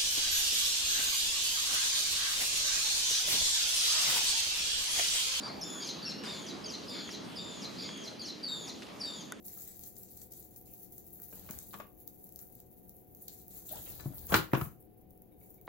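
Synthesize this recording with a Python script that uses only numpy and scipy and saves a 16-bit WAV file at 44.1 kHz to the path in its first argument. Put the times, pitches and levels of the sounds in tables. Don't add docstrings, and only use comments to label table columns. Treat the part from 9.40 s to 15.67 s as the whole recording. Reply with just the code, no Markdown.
import sys
import numpy as np
from scipy import signal
from scipy.fft import rfft, irfft, next_fast_len
from scipy.io import wavfile
from scipy.ndimage import map_coordinates

SR = 44100
rng = np.random.default_rng(int(sys.argv[2]) if len(sys.argv) > 2 else 0)


def unload_wav(signal):
    wavfile.write(
        sys.argv[1],
        SR,
        np.round(np.clip(np.atleast_2d(signal).T, -1, 1) * 32767).astype(np.int16),
    )


N = 276616

# (frequency [Hz], relative level [dB])
CRACKLE_SPECTRUM = [(3000, -55), (7000, -28), (9000, -17), (11000, -4.5), (13000, -1.5), (14800, -0.5),
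                    (15600, 1.5)]
SQUELCH_SPECTRUM = [(600, -30.5), (1200, -10.5), (2000, -6.5), (2900, -14), (3800, -5), (4600, -3),
                    (5300, -6), (6300, 3), (7400, 5.5), (8600, 0.5), (12000, 2.5)]


def amp(db):
    return 10 ** (np.asarray(db) / 20)


def unit(x):
    return x / np.sqrt(np.mean(x ** 2) + 1e-20)


def along(points, hz):
    f, v = np.transpose(points)
    return np.interp(np.log(hz + 1), np.log(f + 1), v)


def wobble(rate):
    return map_coordinates(rng.standard_normal(int(N * rate / SR) + 4), [np.arange(N) * rate / SR])


def filtered(x, response):
    size = next_fast_len(N + SR // 2)
    return irfft(rfft(x, size) * response(np.fft.rfftfreq(size, 1 / SR)), size)[..., :N]


def coloured(x, spectrum, size=4096):
    cepstrum = irfft(np.log(amp(along(spectrum, np.fft.rfftfreq(size, 1 / SR)))))
    cepstrum[1:size // 2] *= 2
    cepstrum[size // 2 + 1:] = 0
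    return signal.fftconvolve(x, irfft(np.exp(rfft(cepstrum)))[None], axes=1)[:, :x.shape[1]]


def shifting(x, depth_db, width_hz, hold_s):
    hz, t, spectra = signal.stft(x, SR, nperseg=256)
    place = np.array(np.meshgrid(hz / width_hz, t / hold_s, indexing="ij"))
    drift = map_coordinates(rng.standard_normal((128, 640)), place)
    return signal.istft(spectra * amp(depth_db * drift), SR, nperseg=256)[1][:, :N]


def pan(db):
    return amp(np.array([[db], [-db]]) / 2)


def add(track, s, sound):
    part = track[:, round(s * SR):][:, :sound.shape[-1]]
    part += sound[..., :part.shape[1]]


def ring(modes, t, ratio, scatter_db):
    scatter = lambda: scatter_db * (rng.standard_normal() + rng.standard_normal((2, 1))) / 2
    return sum(amp(db + scatter() - 60 * t / t60) * np.sin(2 * np.pi * hz * ratio * t)
               for hz, db, t60 in modes)


def grains(rate, spread_db, clump_db):
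    size = amp(spread_db * np.minimum(rng.exponential(size=N), 4) + clump_db * wobble(70))
    return unit((rng.random(N) < rate / SR) * size * rng.standard_normal((2, N)))


def stroke(s, length, attack_s, slope_db_per_s, release_t60):
    t = np.maximum(np.arange(N) / SR - s, 0)
    release_db = -60 * np.maximum(t - length, 0) / release_t60
    return np.minimum(t / attack_s, 1) * amp(slope_db_per_s * t + release_db)


def kitchen(x, wet_db):
    # (frequency [Hz], t60 [s])
    decay = [(120, 0.41), (400, 0.27), (1500, 0.26), (5000, 0.24), (15000, 0.15)]
    hz, t, spectra = signal.stft(rng.standard_normal((2, SR // 2)), SR, nperseg=256)
    tail = signal.istft(spectra * amp(-60 * t / along(decay, hz)[:, None]), SR, nperseg=256)[1]
    tail *= 1 - np.exp(-np.arange(tail.shape[1]) / SR / 0.0042)
    return x + amp(wet_db) * signal.fftconvolve(x, tail / np.linalg.norm(tail[0]), axes=1)[:, :N]


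def fan():
    # (frequency [Hz], relative level [dB])
    air = [(20, -15), (65, -3.5), (140, -9.5), (188, -3.5), (260, -8.5), (360, -4), (480, -10),
           (640, -18.5), (740, -16), (850, -24), (1200, -36), (2300, -37.5), (9000, -55.5), (16000, -54)]
    hum = [(75.4, -77.5), (118.4, -71), (183.0, -73.5), (312.2, -76), (506.0, -77.5), (737.5, -73.5)]
    # (frequency [Hz], correlation [-1..1])
    correlation = [(60, .8), (130, .76), (290, -.1), (640, .4), (1400, 0)]
    angle = lambda hz: np.arccos(np.clip(along(correlation, hz), -1, 1)) / 2
    response = lambda hz: amp(along(air, hz)) * [np.cos(angle(hz)), np.sin(angle(hz))]
    mid, side = filtered(rng.standard_normal((2, N)), response)
    t = np.arange(N) / SR
    tones = sum(amp(db) * np.sin(2 * np.pi * hz * t + 1.29 * wobble(8.6)) for hz, db in hum)
    return amp(-60.5) * unit(np.array([mid + side, mid - side])) + amp(2.5) * tones


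def rim_taps():
    # (time [s], peak level [dB])
    touches = [(5.915, -72.5), (6.008, -66.5), (6.03, -71), (6.178, -69.5)]
    # (nominal frequency [Hz], relative level [dB], t60 [s])
    modes = [(2110, -10, 0.031), (2280, 2, 0.038), (2960, -12.5, .08), (3740, -9, 0.053)]
    out, t = np.zeros((2, N)), np.arange(SR // 6) / SR
    contact_s = 0.0036
    for s, db in touches:
        force = unit(rng.standard_normal((1, len(t)))) * t / contact_s * np.exp(-t / contact_s)
        rim = signal.fftconvolve(ring(modes, t, ratio=0.99, scatter_db=8), force, axes=1)[:, :len(t)]
        add(out, s, amp(db) * rim / abs(rim).max())
    return kitchen(out, wet_db=-2.5)


def seasoning():
    # (time [s], level [dB])
    flow = [(0, -55.5), (.2, -53.5), (.72, -60), (1.1, -65), (1.5, -56.5), (2.0, -49.5), (2.3, -57),
            (2.55, -60), (3.1, -60), (3.65, -64), (4.05, -58.5), (4.45, -51.5), (4.8, -56.5), (5.2, -56.5),
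            (5.45, -80.5), (5.95, -72.5), (6.25, -63.5)]
    gain = amp(np.interp(np.arange(N) / SR, *np.transpose(flow)))
    ticks = grains(rate=510, spread_db=2.5, clump_db=6.0)
    patter = unit(coloured(ticks, CRACKLE_SPECTRUM))
    patter += amp(-16.5) * unit(coloured(ticks, SQUELCH_SPECTRUM))
    return kitchen(patter * gain, wet_db=2.5)


def handling():
    # (time [s], duration [s], relative crackle level [dB], squelch offset [dB])
    presses = [(0.039, .09, -50.5, -7), (0.163, .18, -53, -4.5), (0.396, 0.074, -50.5, -8),
               (0.55, 0.24, -53.5, -9), (.76, 0.043, -53.5, -6.5), (0.905, 0.1, -54.5, -6),
               (1.104, 0.042, -54.5, -13.5), (1.249, 0.2, -56, -13), (1.5, 0.44, -60.5, -12),
               (1.902, 0.16, -55, -7.5), (2.094, 0.13, -51.5, -8.5), (2.26, 0.1, -55, -10),
               (2.791, 0.12, -57, -16.5), (2.98, 0.03, -55, -15), (3.12, 0.066, -59.5, -11),
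               (3.785, .09, -59, -11.5), (3.863, 0.14, -58.5, -5), (4.103, 0.1, -51, -9),
               (4.25, 0.42, -50, -6.5), (4.719, 0.27, -52, -17), (4.876, 0.067, -45.5, -7.5),
               (4.924, 0.033, -38, -6.5), (5.132, .11, -49.5, -9), (5.996, 0.14, -59, -17)]
    held_db, lying_db, let_go_s = -67, -71, 4.6
    crackle = amp(np.where(np.arange(N) / SR < let_go_s, held_db, lying_db))
    squelch = crackle * amp(-33.5)
    for s, length, db, squelch_db in presses:
        press = amp(db) * stroke(s, length, attack_s=0.0063, slope_db_per_s=-13, release_t60=0.25)
        crackle = np.maximum(crackle, press)
        squelch = np.maximum(squelch, press * amp(squelch_db))
    return crackle, squelch


def wet_skin(crackle_gain, squelch_gain):
    ruptures = grains(rate=3800, spread_db=1.0, clump_db=6.0)
    crackle = unit(coloured(ruptures, CRACKLE_SPECTRUM)) * crackle_gain * amp(4.5)
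    pockets = coloured(grains(rate=1500, spread_db=1.0, clump_db=1.5), SQUELCH_SPECTRUM)
    squelch = unit(shifting(pockets, depth_db=2.5, width_hz=560, hold_s=0.034)) * squelch_gain
    return kitchen(crackle + squelch, wet_db=-1.5)


def smacks():
    # (time [s], level [dB], gap pitch [Hz], t60 [s])
    squeezes = [(0.084, -69, 2200, 0.19), (0.171, -62.5, 1400, 0.058), (.26, -70, 2040, 0.13),
                (1.27, -73.5, 2700, 0.28), (1.791, -65.5, 1590, 0.1), (2.307, -57.5, 4400, 0.052),
                (2.34, -55, 3600, 0.033), (2.4, -52.5, 2800, 0.056), (2.991, -70, 1460, .15),
                (3.188, -75, 4200, 0.052), (3.878, -53.5, 4170, 0.068), (4.284, -56, 3800, 0.37),
                (4.33, -60, 830, 0.072), (4.363, -55, 1540, 0.043), (4.368, -51.5, 3570, .05),
                (4.46, -53.5, 2900, 0.091), (4.51, -62.5, 4200, 0.49), (4.781, -52.5, 4240, 0.026),
                (4.821, -66.5, 4400, 0.25), (4.897, -41, 1103, 0.28), (4.922, -37, 3306, 0.073),
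                (4.9403, -25.5, 3000, 0.041), (4.951, -32.5, 1550, 0.062), (4.9425, -29, 4100, 0.044),
                (4.976, -37.5, 3820, 0.045), (5.115, -49, 2000, 0.053), (5.134, -29.5, 560, 0.045),
                (5.151, -38, 2850, 0.032)]
    out, t = np.zeros((2, N)), np.arange(SR // 5) / SR
    spray = grains(rate=6300, spread_db=-2.5, clump_db=-1.5)
    for s, db, hz, t60 in squeezes:
        gap = signal.butter(1, [hz / 1.27, hz * 1.145], "band", fs=SR)
        start = rng.integers(N - len(t))
        splash = signal.lfilter(*gap, signal.lfilter(*gap, spray[:, start:start + len(t)]))
        swell = 1 - np.exp(-t / (0.024 * t60))
        add(out, s, unit(splash) * swell * amp(db - 60 * t / t60))
    return kitchen(out, wet_db=-3.5)


def drag():
    # (time [s], duration [s], relative rub level [dB], relative rumble level [dB])
    shoves = [(1.916, 0.26, -65.5, -59), (4.124, 0.043, -70, -55.5), (4.279, 0.088, -60.5, -54),
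              (4.423, .25, -66.5, -55), (4.7, 0.21, -68, -56.5), (4.878, 0.039, -49, -44)]
    # (frequency [Hz], relative level [dB])
    rub_spectrum = [(200, -2.5), (400, 6.5), (700, 6), (1100, -4), (1600, -5), (2600, -12), (4000, -9.5),
                    (8000, -26.5)]
    rumble_spectrum = [(20, -16), (40, 1), (75, 3), (150, 1), (300, -12.5), (600, -39)]
    # (time [s], level [dB], starting pitch [Hz], duration [s])
    squeaks = [(4.314, -49, 612, .02), (4.326, -48, 670, 0.014), (4.337, -43, 764, 0.0083),
               (4.357, -53, 910, 0.013)]
    rub_gain, rumble_gain = sum(
        amp([[rub_db], [rumble_db]])
        * stroke(s, length, attack_s=0.044, slope_db_per_s=3.5, release_t60=0.33)
        for s, length, rub_db, rumble_db in shoves)
    slips = coloured(grains(rate=1000, spread_db=0.5, clump_db=0.5), rub_spectrum)
    out = unit(shifting(slips, depth_db=5, width_hz=280, hold_s=0.02)) * rub_gain * amp(2.5)
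    out += unit(coloured(rng.standard_normal((1, N)), rumble_spectrum)) * rumble_gain * amp(-3.5)
    t = np.arange(SR // 10) / SR
    for s, db, hz, length in squeaks:
        swell = t / length * 4
        pitch = hz * (1 + 0.037 * np.minimum(t / length, 2))
        tone = np.sin(2 * np.pi * np.cumsum(pitch) / SR)
        add(out, s - length / 4, amp(db) * swell * np.exp(1 - swell) * tone)
    return kitchen(out, wet_db=-4.5)


def snaps(crackle_gain):
    # (time [s], peak level [dB], body offset [dB], peeling time [s])
    patches = [(.052, -32, -10, 0.00072), (.081, -25, -11.5, 0.0013), (.22, -31, -5.5, 0.00048),
               (.275, -30, -11, .002), (.393, -28, -10.5, 0.00069), (.435, -33.5, -4, 0.0025),
               (.567, -32, -7, 0.00066), (.632, -32, -8.5, 0.0013), (.773, -31, -10, 0.0012),
               (.815, -33.5, -5.5, 0.0025), (.919, -29.5, -11.5, 0.003), (.935, -34, -8, 0.0015),
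               (1.026, -37.5, -6, 0.0016), (1.16, -35, -9.5, 0.0027), (1.337, -31.5, -15, 0.0011),
               (1.58, -28, -14.5, 0.0012), (1.8, -31, -12.5, 0.00047), (1.995, -29.5, -8.5, 0.00053),
               (2.109, -19, -12, 0.00076), (2.188, -37.5, 10.5, 0.00066), (2.6763, -20, -15, 0.00057),
               (2.842, -32, -19.5, .0008), (2.868, -36, -14.5, 0.00033), (2.924, -29, -16.5, 0.00038),
               (2.9601, -21.5, -13, 0.00013), (2.99, -31, -5.5, 0.0012), (3.124, -36, -24, 0.00069),
               (3.152, -33, -21.5, .001), (3.202, -31, -16, 0.00056), (3.494, -29, -15.5, .0005),
               (3.567, -34, -16, .0005), (3.7494, -28, -18, 0.00026), (3.881, -26, -10.5, 0.0016),
               (4.081, -28.5, -17.5, 0.00057), (4.2675, -29.5, -10.5, .0015), (4.292, -27.5, -8, .001),
               (4.356, -33.5, -1, 0.0014), (4.52, -30.5, -8.5, 0.0008), (4.607, -32, -9, 0.0013),
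               (4.79, -36.5, -7, .002), (4.869, -26, -14, .0007), (4.9424, -15, -13, 0.00063),
               (4.9554, -24, -10.5, 0.0012), (4.9751, -26.5, -11, 0.0017), (5.1334, -23, -14, 0.00063),
               (5.4261, -44, -15.5, .0005), (5.776, -42.5, -19, 0.00048), (5.82, -35, -20, 0.00057),
               (6.143, -39.5, -17, .0007), (6.213, -37, -16, 0.00073)]
    # (frequency [Hz], relative level [dB])
    body_spectrum = [(600, -29), (1500, -14.5), (2900, -19), (3800, -12), (5300, -7), (6300, -1), (7500, 2),
                     (8700, 0), (12000, -1.5)]
    out, t = np.zeros((2, N)), np.arange(SR // 20) / SR
    faint_per_s, faint_body_db, faint_peel_s = 20, -17, 0.00017
    activity = (crackle_gain / np.median(crackle_gain)) ** 0.82
    faint_db = -44 + 20 * np.log10(activity) + 4.5 * rng.standard_normal(N)
    onsets = np.flatnonzero(rng.random(N) < faint_per_s / SR)
    faint = [(i / SR, faint_db[i], faint_body_db, faint_peel_s) for i in onsets]
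    tail = amp(-18.5 - 60 * t / 0.024)
    for s, db, body_db, peel_s in patches + faint:
        peel = t / peel_s * np.exp(1 - t / peel_s) + tail
        burst = rng.standard_normal((2, len(t))) * peel
        high, body = coloured(burst, CRACKLE_SPECTRUM), coloured(burst, body_spectrum)
        snap = high / abs(high).max() + amp(body_db) * body / abs(body).max()
        add(out, s, amp(db) * snap * pan(-0.5 * rng.standard_normal()))
    return kitchen(out, wet_db=-5.0)


def thuds():
    # (time [s], peak level [dB], pitch [ratio], contact time [s], damping [ratio])
    landings = [(1.932, -48.5, 1.45, 0.0021, 1.5), (2.101, -40.5, 1.71, 0.0035, 2.8),
                (2.345, -49, 1.48, 0.0052, 0.43), (4.658, -28, 1.034, 0.0078, 0.94),
                (4.705, -43, 2.05, 0.0059, 0.97), (4.9234, -25, 1.42, 0.0018, 1.2),
                (4.947, -24.5, 0.79, 0.0064, 0.96), (4.99, -29.5, 1.17, 0.0034, 1.6),
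                (5.1344, -15.5, 1.0, 0.0017, 1.2), (5.175, -28.5, 2.4, 0.0043, 1.4),
                (5.218, -27.5, 1.07, .016, 1.7), (5.266, -37.5, 1.2, 0.014, 2.2)]
    # (nominal frequency [Hz], relative level [dB], nominal t60 [s])
    modes = [(138.4, 2, .16), (189.6, -10.5, 0.15), (251, 1.5, .035), (281, -3, 0.048), (314.6, -2.5, 0.17),
             (364, -3.5, 0.092), (536, -11, 0.16)]
    out, t = np.zeros((2, N)), np.arange(SR // 3) / SR
    low_cut = signal.butter(3, 112, "high", fs=SR)
    for s, db, ratio, contact_s, damping in landings:
        force = t * np.exp(-6 * t / contact_s)
        settle = np.exp(-(t * damping / 0.18) ** 2)
        response = ring(modes, t * damping, ratio / damping, scatter_db=1.5) * settle
        bounce = signal.lfilter(*low_cut, signal.fftconvolve(response, force[None], axes=1))
        add(out, s, amp(db) * bounce / abs(bounce).max())
    return kitchen(out, wet_db=-13.0)


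def plate_knocks():
    # (time [s], peak level [dB], cutoff [Hz], hollow pitch [Hz], hollow offset [dB],
    # ring offset [dB], left minus right [dB])
    blows = [(1.926, -46, 2520, 588, -4, -5.5, 5.5), (2.089, -39, 3820, 1150, -14, -5.5, 1.5),
             (2.333, -43.5, 4200, 1140, -9, -6, 2), (2.3405, -30.5, 3500, 1175, -7.5, -28, -2),
             (2.349, -42, 2600, 1060, -11, -20, 2), (2.4, -34, 2080, 610, -9.5, -27, 3),
             (2.402, -38, 1800, 1157, -2, -35, 10), (4.597, -44, 4000, 1371, -22, -4, 6.5),
             (4.658, -43, 1212, 700, -8, -9, 3.5), (4.921, -20, 2623, 652, -11.5, -7.5, -1),
             (4.928, -22, 1533, 591, -10, -10.5, 1), (4.941, -8, 3927, 1417, -7.5, -5.5, -1),
             (4.9477, -19, 3300, 860, -8, -7.5, 3), (4.954, -20.5, 2830, 1408, -7, -9, 8.5),
             (4.967, -27.5, 2006, 373.6, -5, -8, 3.5), (5.133, -18, 1667, 912, -14.5, -16, -4.5),
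             (5.1425, -27.5, 1800, 1027, -11, -17, 4), (5.149, -25.5, 1830, 1081, -5.5, -11.5, 7.5),
             (5.2125, -24.5, 2500, 1305, -10, -15.5, 1)]
    # (frequency [Hz], relative level [dB], t60 [s])
    modes = [(319, -5, .2), (385, -9, .12), (540, -9, .11), (670, -7, .11), (855, -5, .13), (952, -4, .12),
             (1026, -4, .14), (1168, -7, .09), (1265, -4, .1), (1395, 0, .12), (1485, -2, .1),
             (1560, 0, .12), (1730, -4, .13), (2060, -7, .12), (2290, -4, .11), (2440, -4, .11),
             (2915, -6, .09), (3467, -8, .09), (3975, -4, .09), (4660, -6, .08)]
    # (frequency [Hz], relative level [dB])
    crack_spectrum = [(100, -17), (400, 9), (1400, 8.5), (4000, 1), (8000, 7), (15000, 2)]
    attack_s, crack_t60, hollow_t60 = 0.00039, 0.032, 0.025
    out, t = np.zeros((2, N)), np.arange(SR // 4) / SR
    for s, db, cutoff_hz, hollow_hz, hollow_db, ring_db, side_db in blows:
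        crack = coloured(rng.standard_normal((2, len(t))) * amp(-60 * t / crack_t60), crack_spectrum)
        hollow = np.sin(2 * np.pi * hollow_hz * t) * amp(-60 * t / hollow_t60)
        ringing = ring(modes, t, ratio=1, scatter_db=6.5)
        blow = unit(crack) + amp(ring_db) * unit(ringing) + amp(hollow_db) * unit(hollow)
        blow *= 1 - np.exp(-t / attack_s)
        blow = signal.lfilter(*signal.butter(2, cutoff_hz, fs=SR), blow) + amp(-40.0) * blow
        add(out, s, amp(db) * blow / abs(blow).max() * pan(side_db))
    return kitchen(out, wet_db=-6.5)


def scene():
    crackle_gain, squelch_gain = handling()
    return (wet_skin(crackle_gain, squelch_gain) + seasoning() + smacks() + drag()
            + plate_knocks() + rim_taps() + thuds() + fan() + snaps(crackle_gain))


def record(dry):
    # (frequency [Hz], left minus right [dB])
    imbalance = [(50, 6.5), (125, 2.5), (220, 10), (380, 4), (600, -4), (800, -2.5), (1200, 1.5),
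                 (2400, -2), (4400, 9.5), (7200, 9.5), (8800, 0), (14000, 2.5)]
    top_hz = 15850
    return filtered(dry, lambda hz: amp(np.outer([.5, -.5], along(imbalance, hz))) * (hz < top_hz))


dry = scene()
out = record(dry)
unload_wav(out)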